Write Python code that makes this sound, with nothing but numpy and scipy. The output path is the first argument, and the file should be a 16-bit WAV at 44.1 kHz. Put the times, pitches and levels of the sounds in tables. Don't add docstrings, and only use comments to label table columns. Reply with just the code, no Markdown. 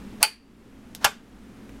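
import sys
import numpy as np
from scipy import signal
from scipy.fft import rfft, irfft
from scipy.io import wavfile
from scipy.ndimage import uniform_filter1d, minimum_filter1d

SR = 44100
rng = np.random.default_rng(int(sys.argv[2]) if len(sys.argv) > 2 else 0)


def file_out(sig):
    cols = np.atleast_2d(sig).T
    lim = np.clip(cols, -1, 1)
    pcm = np.round(lim * 32767).astype(np.int16)
    wavfile.write(sys.argv[1], SR, pcm)


N = 79380


def undb(db):
    return 10 ** (np.asarray(db) / 20)


def at(points, hz):
    p = np.array(points)
    return np.interp(np.log(hz + 1), np.log(p[:, 0]), p[:, 1])


def noise(gain):
    hz = np.arange(N // 2 + 1) * SR / N
    phases = np.exp(2j * np.pi * rng.random(len(hz)))
    x = irfft(gain(hz) * phases, N)
    return x / x.std()


def hum_noise(centre_hz, width_hz):
    return noise(lambda hz: 1 / (1 + ((hz - centre_hz) / width_hz) ** 2))


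def coloured(colour, tilt_db=0):
    return noise(lambda hz: undb(at(colour, hz) + tilt_db * np.log2(hz + 1)))


def since(start):
    return np.arange(N) / SR - start


def fade(start, t60):
    t = since(start)
    return (t >= 0) * np.exp(-np.log(1000) * np.maximum(t, 0) / t60)


def fades(contacts, t60):
    power = sum((undb(db) * fade(start, t60)) ** 2 for start, db in contacts)
    return np.sqrt(power)


# pitch_hz, relative level_db (per Hz)
AIR_COLOUR = [(20, -3), (55, -9), (82, -14.5), (115, -10), (155, -13), (210, 0), (290, -7.5), (400, -10.5),
              (620, -19.5), (1400, -23), (2900, -28.5), (4200, -33.5), (8000, -38), (12000, -41.5),
              (16000, -49)]
# pitch_hz, width_hz, level_db (rms)
MACHINE_HUM = [(55, 5, -52), (118, 5, -57), (197, 10, -54), (219.2, 24, -48.5), (271.5, 8, -51)]
AIR_DB = -43.5


def workshop():
    hum = sum(undb(db) * hum_noise(centre, width) for centre, width, db in MACHINE_HUM)
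    return undb(AIR_DB) * coloured(AIR_COLOUR) + hum


def dense_ring(contacts, colour, decays, tilt_db):
    spectrum = rfft(coloured(colour, tilt_db))
    centres = 250 * 2. ** np.arange(7)
    hz = np.arange(len(spectrum)) * SR / N
    out = 0
    for centre in centres:
        share = at(np.c_[centres, centres == centre], hz)
        band = irfft(spectrum * share, N)
        out = out + band * fades(contacts, at(decays, centre))
    return out


# pitch_hz, t60_s
BODY_DECAY = [(300, 0.11), (1500, .085), (5000, 0.087), (14000, .05)]
# pitch_hz, t60_s
ROOM_DECAY = [(300, .3), (2500, 0.31), (8000, .21), (14000, .18)]


def impact(contacts, colour, crack_t60, body_db, room_db, body_tilt_db=0, room_tilt_db=0):
    crack = coloured(colour) * fades(contacts, crack_t60)
    body = undb(body_db) * dense_ring(contacts, colour, BODY_DECAY, body_tilt_db)
    room = undb(room_db) * dense_ring(contacts, colour, ROOM_DECAY, room_tilt_db)
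    return crack + body + room


# pitch_hz, relative level_db (per Hz)
BENCH_KNOCK = [(80, -4), (280, 6.5), (600, -13), (2000, -17), (5000, -29), (12000, -32)]
KNOCK_S, KNOCK_DB = 1.6935, -37


def bench_knock():
    return impact([(KNOCK_S, KNOCK_DB)], BENCH_KNOCK, crack_t60=.024, body_db=-6.5, room_db=-28)


# pitch_hz, relative level_db (per Hz)
LEAD_TICK = [(300, -9.5), (2300, -10), (3100, -3), (5500, 1.5), (8500, -7.5), (12000, -2.5), (16000, -24)]
TICK_S, TICK_DB = 0.9499, -19


def lead_tick():
    return impact([(TICK_S, TICK_DB)], LEAD_TICK, crack_t60=0.0043, body_db=-17, room_db=-30.5)


# pitch_hz, relative level_db (per Hz)
SLIDE_RUB = [(150, -20), (400, -7), (750, 2.5), (1500, -3.5), (3000, -13.5), (5500, -14.5), (8000, -22.5),
             (15000, -32)]


def slide(stop, length_s, rise_db, level_db, tilt_db):
    travel = since(stop) / length_s + 1
    moving = np.clip(travel / 0.34, 0, 1) * (travel < 1)
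    loudness_db = level_db + rise_db * (np.clip(travel, 0, 1) - 1)
    return coloured(SLIDE_RUB, tilt_db) * moving * undb(loudness_db)


SHUDDER_HZ, SHUDDER_S = 690, 0.016
SHUDDER_DB, SHUDDER_RISE_DB = -30, 6


def shudder(stop):
    travel = since(stop) / SHUDDER_S + 1
    loudness_db = SHUDDER_DB + SHUDDER_RISE_DB * (np.clip(travel, 0, 1) - 1)
    swell = np.clip(5 * travel, 0, 1) * undb(loudness_db) * (travel < 1)
    return swell * np.sin(2 * np.pi * (SHUDDER_HZ * since(stop) + rng.random()))


# pitch_hz, pull_in level_db, drop_out level_db, t60_s
BASE_TONES = [(103, -41.5, -27, 0.22), (427, -21, -25, 0.21), (592, -21.5, -16.5, 0.13),
              (697, -20, -19.5, 0.13), (811.7, -18.5, -7.5, .11), (857, -4.5, -13, .11),
              (904, -25.5, -7.5, .08), (982, -19, -6.5, .09), (1151, -23, -11.5, 0.14),
              (1295, -15, -15, 0.1), (1399, -16, -15.5, 0.14), (1473, -5, -7.5, 0.061),
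              (1559.6, -16.5, -11, 0.15), (1715, -17, -11, .1)]
# pitch_hz, pull_in level_db, drop_out level_db, t60_s
STEEL_TONES = [(1980, -18.5, -19.5, .11), (2184, -15.5, -17.5, .13), (2330, -12, -26.5, 0.12),
               (2484, -11, -20.5, 0.17), (2630, -3.5, -25, .08), (2710, -15, -13, .09),
               (2950, -1.5, -11.5, 0.082), (3135, -3.5, -11.5, .08), (3545, -27, -21.5, 0.19),
               (4537, -4, -21, 0.13), (4650, -16, -39, 0.32), (4626, -7.5, -30, 0.17),
               (6120, -13, -28, .08), (9100, -9.5, -31, .11)]
PULL_IN_COLUMN, DROP_OUT_COLUMN = 1, 2
BLUR_HZ, BLUR_S, BLUR_SHARE = 45, .02, .85


def ring(start, level_column, build_s):
    t = since(start)
    blur = BLUR_SHARE * np.clip(t / BLUR_S, 0, 1)
    out = 0
    for tone in BASE_TONES + STEEL_TONES:
        pitch_hz, level_db, t60 = tone[0], tone[level_column], tone[3]
        pure = np.sin(2 * np.pi * (pitch_hz * t + rng.random()))
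        blurred = hum_noise(pitch_hz, BLUR_HZ)
        mix = np.sqrt(1 - blur) * pure + np.sqrt(blur / 2) * blurred
        out = out + undb(level_db) * fade(start, t60) * mix
    return out * np.clip(t / build_s, 0, 1)


# start_s, crack level_db
DROP_OUT_HITS = [(1.0443, -5), (1.0467, -4), (1.0483, -3.5), (1.0500, -3), (1.0524, -17)]
# pitch_hz, relative level_db (per Hz)
DROP_OUT_COLOUR = [(150, -27.5), (380, -17), (800, -11.5), (1600, -0.5), (2100, -7.5), (3100, -3),
                   (4000, -7), (5000, -4), (7800, -3.5), (10000, -9.5), (13000, -8.5), (16000, -23)]


def drop_out():
    start = DROP_OUT_HITS[0][0]
    blow = impact(DROP_OUT_HITS, DROP_OUT_COLOUR, crack_t60=0.011, body_db=-8, room_db=-23.5,
                  body_tilt_db=-2.5, room_tilt_db=-1.8)
    tones = ring(start, DROP_OUT_COLUMN, build_s=0.0035)
    rub = slide(start, length_s=0.045, rise_db=12, level_db=-34.5, tilt_db=1.0)
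    return blow + tones + rub


# start_s, crack level_db
PULL_IN_HITS = [(0.2287, 16), (0.2295, 14.5), (0.2340, -1), (0.2362, 3)]
# pitch_hz, relative level_db (per Hz)
PULL_IN_COLOUR = [(150, -38.5), (400, -23.5), (700, -16), (1400, -9.5), (2800, 1), (3700, -10), (4500, 5.5),
                  (5300, -6.5), (7200, -5.5), (9000, 2), (10800, 0), (11500, -7.5), (13300, -3.5),
                  (16000, -18)]


def pull_in():
    start = PULL_IN_HITS[0][0]
    blow = impact(PULL_IN_HITS, PULL_IN_COLOUR, crack_t60=0.0054, body_db=-16.5, room_db=-30.5,
                  body_tilt_db=-2.0, room_tilt_db=-2)
    tones = ring(start, PULL_IN_COLUMN, build_s=.001)
    rub = slide(start, length_s=.032, rise_db=20.5, level_db=-31, tilt_db=0.5)
    return blow + tones + shudder(start) + rub


def scene():
    mix = workshop() + bench_knock() + lead_tick() + drop_out() + pull_in()
    return mix[None]


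THRESHOLD_DB, RATIO = -14.5, 3.6
DETECT_S, HOLD_S, RELEASE_S = .006, 0.13, 0.44
TOP_HZ = 16000


def record(dry):
    power = uniform_filter1d(dry[0] ** 2, max(int(DETECT_S * SR), 1))
    level_db = 10 * np.log10(np.maximum(power, 1e-12))
    wanted_db = np.maximum(level_db - THRESHOLD_DB, 0) * (1 - 1 / RATIO)
    half = int(HOLD_S * SR / 2)
    held_db = -minimum_filter1d(-wanted_db, 2 * half + 1, origin=half, mode="constant")
    recovery = np.exp(-since(0) / RELEASE_S)
    duck_db = np.maximum.accumulate(held_db / recovery) * recovery
    clipped = np.clip(dry * undb(-duck_db), -1, 1)
    lowpass = signal.ellip(8, .2, 70, TOP_HZ, fs=SR, output="sos")
    return signal.sosfilt(lowpass, clipped)


dry = scene()
out = record(dry)
file_out(out)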